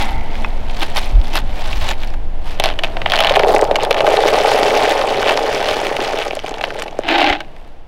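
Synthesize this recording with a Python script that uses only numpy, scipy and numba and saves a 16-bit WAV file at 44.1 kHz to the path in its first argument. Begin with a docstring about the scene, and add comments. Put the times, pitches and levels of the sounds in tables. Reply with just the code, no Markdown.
"""Kibble rattles in a plastic scoop and pours into a rubber pan: pellets thud on the bare bottom, then
click on the growing heap. The scoop tips upright, the rest slides back and the scoop bumps the pan rim.
Before the pour, a wire gate is latched and steps crunch over dry straw. Every pellet and stalk is a tiny
strike on a bank of damped modes. Underneath lie an outdoor hush and wind rumbling on the microphone."""
import sys
import numpy as np
from scipy import signal
from scipy.fft import rfft, irfft, next_fast_len
from scipy.io import wavfile
from scipy.ndimage import uniform_filter1d, minimum_filter1d
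from numba import njit

SR = 44100
rng = np.random.default_rng(int(sys.argv[2]) if len(sys.argv) > 2 else 0)


def transcribe(signal):
    """Save signal, clipped to [-1, 1], as a 16-bit WAV file at the path in sys.argv[1]."""
    frames = np.atleast_2d(signal).T
    limited = np.clip(frames, -1, 1)
    pcm = np.round(limited * 32767).astype(np.int16)
    wavfile.write(sys.argv[1], SR, pcm)


N = 347447
TIME = np.arange(N) / SR
CONTROL_TIME = TIME[::100]   # coarse clock for envelopes

# Levels are relative within each table. A swell is a bell curve: t is its crest, width its sigma.
# hush of still air and distant country: t/s, level/dB
AIR_FADER = [(0, -31.5), (1.9, -34), (2.3, -38), (3.0, -29), (7.3, -37.5), (7.88, -46.5)]
# spectrum of that hush: f/Hz, level/dB
AIR_EQ = [(53, -32), (90, -15.5), (143, -11), (163, -17), (197, -17), (253, -17.5), (320, -14), (395, -18),
          (744, -13), (1230, -28), (1370, -27.5), (2930, -31), (7430, -50.5), (14000, -52)]
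# spectrum of the wind rumble: f/Hz, level/dB
WIND_EQ = [(7.1, 3), (12, 13), (21, 3), (30, -15.5), (52, -12.5), (123, -32), (145, -35), (220, -38),
           (290, -35.5), (480, -120)]
# dull low thumps, gusts on the microphone and last the scoop bumping the pan rim: t/s, level/dB, width/s
THUMP_SWELLS = [(0.17, -17, 0.038), (1.175, -3.5, 0.026), (1.77, -17, 0.08), (7.314, -18, 0.0058)]
# spectrum of a thump: f/Hz, level/dB
THUMP_EQ = [(24, 2), (42, 2.5), (85, -14.5), (160, -30)]

# gate panel modes, each widened by many near-equal wires: f/Hz, bandwidth/Hz, level/dB, t60/s
PANEL_MODES = [(201, 18, -48, 3.4), (229.5, 11, -39.5, 11.3), (350, 28.3, -52, 1.66), (790, 50, -26, 0.84),
               (892, 82, -30, 2.3), (1350, 170, -36.5, 1.2), (2100, 260, -32, 1.8)]
# the latch drops: t/s, level/dB
LATCH_HIT = [(0.446, -0.5)]
# modes of latch and gate under that hit: f/Hz, level/dB, t60/s
LATCH_RING = [(880, -3.5, 0.034), (1130, 1, 0.015), (1420, -6, 0.02523), (1660, -6, 0.023),
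              (2080, -1, 0.017), (2560, -0.5, 0.028), (3500, -11.5, 0.022), (5473.3, -18, 0.01735)]

# feet brushing through straw: t/s, level/dB, width/s
BRUSH_SWELLS = [(0.01, -28.5, 0.076), (0.39, -40.5, 0.064), (0.82, -33.5, 0.077), (1.03, -31.5, 0.058),
                (1.29, -36, 0.045), (1.68, -30.5, 0.098), (1.85, -27, 0.032), (2.04, -38.5, 0.041),
                (2.5, -32.5, 0.04), (7.63, -53, 0.076)]
# footfalls crushing straw: t/s, level/dB, width/s
FOOT_SWELLS = [(0.016, -21, 0.014), (0.825, -17, 0.012), (0.976, -15.5, 0.012), (1.366, -17.5, 0.021),
               (1.903, -18, 0.018)]
# single stalks snapping: t/s, level/dB, f/Hz
STALK_SNAPS = [(0.3541, -18.5, 1940), (0.6983, -20, 2777), (0.8078, -18, 3260), (0.9637, -12.5, 2410),
               (1.214, -24, 3746), (1.3553, -9, 1280), (1.729, -11.5, 2400), (2.0335, -17, 2830),
               (2.139, -22, 1350), (7.5642, -32, 1750)]
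# spectrum of dry straw: f/Hz, level/dB
STRAW_EQ = [(300, -9.5), (450, -21), (880, -1.5), (1150, -14.5), (2400, -11), (3500, -11.5), (5500, -22.5),
            (7000, -29), (12500, -35), (16000, -41)]

# clumps of pellets shifting along the tilted scoop: t/s, level/dB, width/s
RATTLE_SWELLS = [(2.665, -18.5, 0.039), (2.87, -28.5, 0.031), (3.14, -14.5, 0.034), (3.25, -15, 0.042),
                 (3.36, -17, 0.037), (3.825, -20, 0.021), (3.98, -18, 0.013), (4.12, -22.5, 0.018),
                 (4.86, -19.5, 0.056), (5.29, -14.5, 0.031), (5.69, -23, 0.06), (6.08, -26, 0.014),
                 (6.21, -24, 0.025), (6.67, -36, 0.03)]
# hardest knocks of pellets on plastic and on each other: t/s, level/dB, f/Hz, crispness/dB
CLACK_HITS = [(2.599, 5, 3570, -18), (2.639, 2.5, 3040, -19), (2.658, -3.5, 3420, -21),
              (2.79, -7, 2900, -33), (2.836, -5, 2980, -25), (2.845, -7, 2700, -47),
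              (2.969, -10, 1540, -40), (3.017, -6.5, 1650, -61), (3.06, 2, 2530, -59.5),
              (3.12, 6, 3260, -25), (3.137, 5, 1860, -29), (3.19, 1, 2980, -25), (3.205, 14, 3150, -18),
              (3.247, 2, 2810, -32), (3.271, 5, 2900, -42), (3.296, -3, 3070, -39.5), (3.359, 7, 2510, -29),
              (3.395, 4, 1410, -35), (3.434, -1, 2024, -33), (3.712, -4.5, 1680, -40),
              (3.757, 0.5, 2400, -27), (3.909, 4.5, 2480, -22), (3.945, -6.5, 1370, -32),
              (4.006, -1.5, 1910, -30.5), (4.067, -4, 1620, -30), (5.293, -1, 2590, -28),
              (6.611, -9.5, 2620, -43), (6.639, -4, 2634, -26), (6.88, -15, 2220, -32),
              (7.216, 5, 2860, -38), (7.297, -16, 2050, -43), (7.405, -11, 1540, -59)]
# spectrum of pellets on the plastic scoop: f/Hz, level/dB
SCOOP_EQ = [(350, -27.5), (700, 3.5), (1220, -14), (1900, -10.5), (2500, -11), (3000, -7.5), (4100, -18.5),
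            (5500, -29.5), (7200, -49), (10400, -43), (16000, -60)]
# spectrum of pellets sliding back: f/Hz, level/dB
SLIDE_EQ = [(270, -3), (314, -0.5), (450, -13), (797, 2), (1070, -12), (1340, -12), (2900, -9), (3800, -12),
            (6300, -39), (10000, -63), (16000, -58)]
# air resonances of the upright scoop: f/Hz, bandwidth/Hz, level/dB
HOLLOW_MODES = [(320, 66, 13), (775, 140, 5), (1570, 254, 7), (2070, 210, 2), (2587, 720, 1)]

# pellets leaving the scoop, a first spill and then the main pour: t/s, level/dB
POUR_FLOW = [(3.28, -16.5), (3.5, 1), (3.65, -5), (3.76, -8), (3.96, -7.5), (4.058, -1.5), (4.4, 0),
             (4.9, -1), (5.13, -2.5), (5.4, -1.5), (5.85, -3), (6.17, -2), (6.3, -5.5), (6.6, -9),
             (6.8, -5.5), (6.94, -14), (7.05, -14.5)]
# heaviest landings on the rubber bottom: t/s, level/dB, f/Hz
PAN_HITS = [(3.308, -1, 563), (3.368, 11, 643), (3.397, 1, 490), (3.434, 2, 466), (3.47, 2, 474),
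            (3.545, -0.5, 525), (3.576, -3.5, 552), (3.624, 1.5, 473), (3.712, -1, 550.4), (3.787, -9, 593),
            (3.834, 2.5, 484), (3.908, 6, 483.5), (3.943, -1, 770), (4.005, 3, 484), (4.077, 0, 590),
            (4.14, 2, 488), (4.257, 2, 503), (4.627, -3, 829), (4.764, -2.5, 777.6), (6.99, -9, 550)]
# spectrum of the rubber pan: f/Hz, level/dB
PAN_EQ = [(270, -9), (320, -25), (420, 3), (490, 8), (600, 1.5), (810, 4), (920, -3), (1090, -28),
          (1400, -14)]
# spectrum of pellet on pellet: f/Hz, level/dB
HEAP_EQ = [(900, -1), (1200, -5.5), (2000, -3.5), (3200, -5.5), (4000, -13), (5400, -15), (7500, -26),
           (11000, -30.5), (16000, -51)]
# sharp ticks of single crusts: t/s, level/dB
CRUST_TICKS = [(3.3662, -11), (3.492, -18), (3.55, -10.5), (3.5829, -17), (3.613, -11.5), (3.6427, -12),
               (3.8333, -9), (6.3525, -15), (6.4928, -19), (6.8249, -15), (6.989, -19)]
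# spectrum of rough crusts grazing: f/Hz, level/dB
CRUST_EQ = [(3500, 16.5), (6000, -7.5), (10000, -8), (16000, -14)]

COVER_FROM_S, COVER_TAKES_S = 3.65, 0.6   # the heap spreads over the pan bottom
CUTOFF_HZ = 16000


def from_db(db):
    """Decibels to gain."""
    return 10 ** (np.asarray(db) / 20)


def unit_rms(x):
    """Scale to rms 1."""
    return x / np.sqrt(np.mean(x ** 2) + 1e-20)


def fader(t, db):
    """Smooth gain per sample from a dB curve, silent outside it."""
    return uniform_filter1d(from_db(np.interp(TIME, t, db, left=-120, right=-120)), SR // 100)


def swells(rows):
    """Sum bell-shaped swells into one gain curve on the control clock."""
    return sum(from_db(db) * np.exp(-.5 * np.minimum(((CONTROL_TIME - t) / width) ** 2, 60))
               for t, db, width in rows)


def audible(gain):
    """Times and dB of a control curve, trimmed to its audible stretch."""
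    heard = np.flatnonzero(gain > 1e-4)
    stretch = slice(heard[0], heard[-1])
    return CONTROL_TIME[stretch], 20 * np.log10(gain[stretch])


def eq_db(eq, hz):
    """Read an EQ curve on a log-frequency axis."""
    freq, db = np.transpose(eq)
    return np.interp(np.log(hz), np.log(freq), db)


def low_cut(x, hz):
    """Steep high-pass: small bodies radiate no bass."""
    return signal.sosfilt(signal.butter(6, hz, "high", fs=SR, output="sos"), x + 1e-18)


def levelled(x, window_s):
    """Ride the gain to hold the short-term rms near 1."""
    size = max(int(window_s * SR), 2)
    power = uniform_filter1d(uniform_filter1d(x ** 2, size), size)
    return x / np.sqrt(np.abs(power) + 1e-4 * np.mean(x ** 2))


def noise(eq):
    """Steady noise at rms 1, shaped by an EQ curve and rolled off steeply past its ends."""
    size = next_fast_len(N, real=True)
    hz = np.arange(1, size // 2 + 2) * SR / size
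    roll_off = 1 / (1 + (eq[0][0] / hz) ** 4) / (1 + (hz / eq[-1][0]) ** 4)
    spectrum = rfft(rng.standard_normal(size)) * from_db(eq_db(eq, hz)) * roll_off
    return unit_rms(irfft(spectrum, size)[:N])


def ring(clicks, hz, t60):
    """A unit click starts a decaying sine of height 1."""
    decay, omega = from_db(-60 / (t60 * SR)), 2 * np.pi * hz / SR
    return signal.lfilter([0, np.sin(omega)], [1, -2 * decay * np.cos(omega), decay ** 2], clicks + 1e-18)


@njit
def mode_bank(onsets, kicks, a1, a2, size):
    """Two-pole resonators, kicked at the sorted sample indices in onsets."""
    out, hit = np.zeros(size), 0
    now, before = np.zeros(len(a1)), np.zeros(len(a1))
    for i in range(size):
        while hit < len(onsets) and onsets[hit] == i:
            now += kicks[hit]
            hit += 1
        for m in range(len(a1)):
            out[i] += now[m]
            now[m], before[m] = a1[m] * now[m] - a2[m] * before[m] + 1e-18, now[m]
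    return out


def strike(t, db, pitch, crisp_db, eq, cycles, focus_db, focus_octaves):
    """Each contact rings a dense set of damped modes, boosted by focus_db around its own pitch."""
    hz = np.geomspace(eq[0][0], min(eq[-1][0], CUTOFF_HZ), num=44)
    hz = hz * (hz[1] / hz[0]) ** rng.uniform(-0.43, 0.47)   # detune the whole bank
    t60 = cycles / hz + .003
    focus = np.exp(-.5 * (np.log2(hz / pitch[:, None]) / focus_octaves) ** 2)
    treble_shelf = 1 / (1 + (5500 / hz) ** 6)
    kicks = from_db(eq_db(eq, hz) + focus_db * focus + np.outer(crisp_db, treble_shelf)) * np.sqrt(hz)
    scatter = rng.uniform(-1, 1, kicks.shape)
    kicks *= scatter + .5 * np.sign(scatter)
    kicks *= (from_db(db) / np.linalg.norm(kicks, axis=1))[:, None]
    # high modes die sooner, so they start higher for the same energy
    kicks *= np.sqrt(np.interp(np.median(pitch), hz, t60) / t60)
    onsets = np.clip((t * SR).astype(int), 0, N - 1)
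    order = np.argsort(onsets)
    start, end = onsets.min(), min(onsets.max() + SR // 8, N)
    decay, omega = from_db(-60 / (t60 * SR)), 2 * np.pi * hz / SR
    ringing = mode_bank(onsets[order] - start, kicks[order] * np.sin(omega),
                        2 * decay * np.cos(omega), decay ** 2, end - start)
    ringing = signal.sosfilt(signal.butter(2, hz[0], "high", fs=SR, output="sos"), ringing)
    return np.pad(ringing, (start, N - end))


def grains(t, db, eq, crisp_db, per_s, spread_db, cycles, focus_db, window_s, banks):
    """A cloud of random strikes, on one mode bank after another; a weaker flow is quieter and sparser."""
    times = np.arange(t[0], t[-1], 1 / per_s)
    jitter, size, tuning, chance = rng.random((len(times), 4)).T
    times = times + 2 * jitter / per_s
    density = np.sqrt(from_db(np.interp(times, t, db) - np.max(db)))
    grain_db = spread_db * np.minimum(-np.log(1 - size), 3) - 30 * (chance > density)
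    pitch = eq[0][0] * (eq[-1][0] / eq[0][0]) ** tuning
    contacts = np.array([times, grain_db, pitch, np.full(len(times), crisp_db)])
    cloud = sum(strike(*batch, eq, cycles, focus_db, focus_octaves=0.21)
                for batch in np.array_split(contacts, banks, axis=1))
    return fader(t, db) * levelled(cloud, window_s)


def air():
    """The bed: a soft hush of still air and distant country."""
    return fader(*np.transpose(AIR_FADER)) * noise(AIR_EQ)


def wind():
    """Slow lumps of pressure; the rumble drops as the microphone is lowered to the pan."""
    lowering_s, open_db, sheltered_db = (2.43, 4.8), -13, -29
    rumble_db = np.interp(TIME, lowering_s, [open_db, sheltered_db])
    return from_db(rumble_db) * levelled(noise(WIND_EQ), window_s=0.067)


def low_thumps():
    """Dull swells of low noise: gusts on the microphone, and last the scoop bumping the pan rim."""
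    return fader(*audible(swells(THUMP_SWELLS))) * levelled(noise(THUMP_EQ), window_s=0.043)


def reflections(x, t60, dull_hz):
    """A brief, dull scatter off the pan wall, the ground and the shed."""
    t = TIME[:SR // 4]
    tail = rng.standard_normal(len(t)) * from_db(-60 * t / t60) * (t > .0015)
    wet = signal.fftconvolve(x, tail / np.linalg.norm(tail))[:N]
    return signal.sosfilt(signal.butter(1, dull_hz, fs=SR, output="sos"), wet)


def gate():
    """The wire panel still shimmers from being pulled shut as the latch drops into its catch."""
    panel = 0
    for hz, width, db, t60 in PANEL_MODES:
        band = signal.butter(2, [hz - width / 2, hz + width / 2], "band", fs=SR, output="sos")
        wires = unit_rms(signal.sosfilt(band, rng.standard_normal(N)))
        panel += wires * from_db(db - 60 * TIME / t60)
    (hit_s, hit_db), = LATCH_HIT
    drop = signal.unit_impulse(N, int(hit_s * SR))
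    latch = sum(ring(drop, hz, t60) * from_db(db) * (-1) ** k for k, (hz, db, t60) in enumerate(LATCH_RING))
    return panel + from_db(hit_db - 12.5) * latch


def straw_steps():
    """Dry stalks swish past the feet and crush under them; a few snap singly."""
    rustle_db, walk_end_s = -45, 2.15
    t, db = audible(swells(BRUSH_SWELLS) + from_db(rustle_db) * (CONTROL_TIME < walk_end_s))
    brush = grains(t, db, STRAW_EQ, crisp_db=-2.1, per_s=1400, spread_db=4,
                   cycles=30, focus_db=12, window_s=0.048, banks=10)
    t, db = audible(swells(FOOT_SWELLS))
    crush = grains(t, db, STRAW_EQ, crisp_db=-4.5, per_s=500, spread_db=3,
                   cycles=30, focus_db=16, window_s=0.015, banks=4)
    t, db, pitch = np.transpose(STALK_SNAPS)
    snaps = strike(t, db, pitch, 0, STRAW_EQ, cycles=48, focus_db=12, focus_octaves=0.38)
    return brush + crush + snaps


def scoop_rattle():
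    """Pellets rattle over the plastic towards the lip in surges."""
    t, db = audible(swells(RATTLE_SWELLS))
    rattle = grains(t, db, SCOOP_EQ, crisp_db=0, per_s=900, spread_db=7.5,
                    cycles=12, focus_db=11.5, window_s=0.012, banks=4)
    return low_cut(rattle, hz=214)


def scoop_slide():
    """The last pellets slide back and sound the hollow of the upright scoop: quick rise, hold, fall."""
    hold_from_s, hold_to_s, rise_db_per_s, fall_db_per_s = 7.095, 7.315, 305.5, 230.5
    early, late = np.clip(hold_from_s - CONTROL_TIME, 0, 1), np.clip(CONTROL_TIME - hold_to_s, 0, 1)
    t, db = audible(from_db(-17 - rise_db_per_s * early - fall_db_per_s * late))
    slide = grains(t, db, SLIDE_EQ, crisp_db=6.6, per_s=650, spread_db=5.5,
                   cycles=38, focus_db=6, window_s=0.052, banks=3)
    hollow = sum(from_db(mode_db) * signal.lfilter(*signal.iirpeak(hz, hz / width, fs=SR), slide)
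                 for hz, width, mode_db in HOLLOW_MODES)
    return low_cut(slide + from_db(-5.5) * hollow, hz=214)


def scoop_clacks():
    """Hard accents: each pellet knocks, then tumbles and touches twice more, softer and duller."""
    t, db, pitch, crisp_db = np.transpose(CLACK_HITS)
    edge_db = crisp_db - np.median(crisp_db) + 5
    knocks = strike(t, db, pitch, edge_db, SCOOP_EQ, cycles=17.5, focus_db=10, focus_octaves=0.05)
    t, db, pitch, edge_db = np.repeat([t, db - 7, pitch, edge_db - 4], 2, axis=1)
    t = t + rng.uniform(.0006, .004, len(t))
    tumbles = strike(t, db, pitch, edge_db, SCOOP_EQ, cycles=11.6, focus_db=11, focus_octaves=0.68)
    return low_cut(knocks + tumbles, hz=330)


def pour_controls():
    """Times, flow in dB and the share of the pan bottom that the heap covers."""
    t, flow_db = audible(fader(*np.transpose(POUR_FLOW))[::100])
    return t, flow_db, np.clip((t - COVER_FROM_S) / COVER_TAKES_S, .05, 1)


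def handfuls(t, swing_db=1.66, spacing_s=0.045):
    """A random wobble of the flow in dB: pellets tumble in handfuls."""
    knots = np.arange(0, N / SR, spacing_s)
    return swing_db * np.interp(t, knots, rng.uniform(-0.82, 1, len(knots)))


def stray_bounces():
    """Stray pellets bounce hard off the bare bottom and more softly off the heap."""
    t, flow_db, covered = pour_controls()
    knocks = grains(t, -22.5 + flow_db - 4 * covered, HEAP_EQ, crisp_db=-5.5, per_s=85, spread_db=8,
                    cycles=18, focus_db=10, window_s=0.18, banks=3)
    return low_cut(knocks, hz=596)


def pan_thuds():
    """The rubber bottom answers each pellet with a low pock that softens and deepens under the heap."""
    t, db, pitch = np.transpose(PAN_HITS)
    thuds = from_db(4) * strike(t, db, pitch, 0, PAN_EQ, cycles=12, focus_db=14.5, focus_octaves=0.15)
    t, flow_db, _ = pour_controls()
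    cushion_db = 3.5 * np.maximum(t - COVER_FROM_S - COVER_TAKES_S, 0)
    drumming = grains(t, -11.5 + flow_db - cushion_db, PAN_EQ, crisp_db=0, per_s=330, spread_db=3.6,
                      cycles=21, focus_db=8, window_s=0.06, banks=8)
    bottom = thuds + drumming
    load = np.clip((TIME - 3.9) / 0.7, 0, 1)   # the heap's weight lets in more low end
    return low_cut(bottom * (1 - load), hz=300) + low_cut(bottom * load, hz=210)


def heap_clicks():
    """Pellets click against each other on the heap; their rough crusts graze and tick."""
    t, flow_db, covered = pour_controls()
    flow_db = flow_db + handfuls(t)
    # pellets meet in pairs, so clicks and grazes grow faster than the flow
    click_db = -21.5 + 2 * flow_db + 20 * np.log10(covered)
    graze_db = -36 + 3 * flow_db
    clicks = grains(t, click_db, HEAP_EQ, crisp_db=-1.3, per_s=800, spread_db=4.5,
                    cycles=51.4, focus_db=11, window_s=0.1, banks=12)
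    grazes = grains(t, graze_db, CRUST_EQ, crisp_db=0, per_s=1300, spread_db=7.5,
                    cycles=17, focus_db=9, window_s=0.055, banks=3)
    t, db = np.transpose(CRUST_TICKS)
    ticks = strike(t, db, np.full(len(t), 7000), 0, CRUST_EQ, cycles=19, focus_db=24, focus_octaves=0.61)
    return low_cut(clicks, hz=484) + grazes + ticks


def scene():
    """Close mono mix: gate, steps and kibble with light reflections, over wind, low thumps and air."""
    close = gate() + straw_steps()
    close += scoop_rattle() + scoop_slide() + from_db(3) * scoop_clacks()
    close += pan_thuds() + heap_clicks() + stray_bounces()
    wet = from_db(-12) * reflections(close, t60=0.044, dull_hz=4860)
    return (close + wet + wind() + low_thumps() + air())[None]


def record(dry):
    """A fast limiter holds the loudest knocks near full scale, then a steep high cut trims the top."""
    release_db_per_s = 900
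    over_db = 20 * np.log10(np.maximum(np.abs(dry[0]), 1))
    release_db = release_db_per_s * TIME
    reduction_db = np.maximum.accumulate(over_db + release_db) - release_db
    gain = uniform_filter1d(minimum_filter1d(from_db(-reduction_db), size=25), size=25)
    high_cut = signal.ellip(10, .1, 70, CUTOFF_HZ, fs=SR, output="sos")
    return signal.sosfilt(high_cut, dry * gain)


dry = scene()
out = record(dry)
transcribe(out)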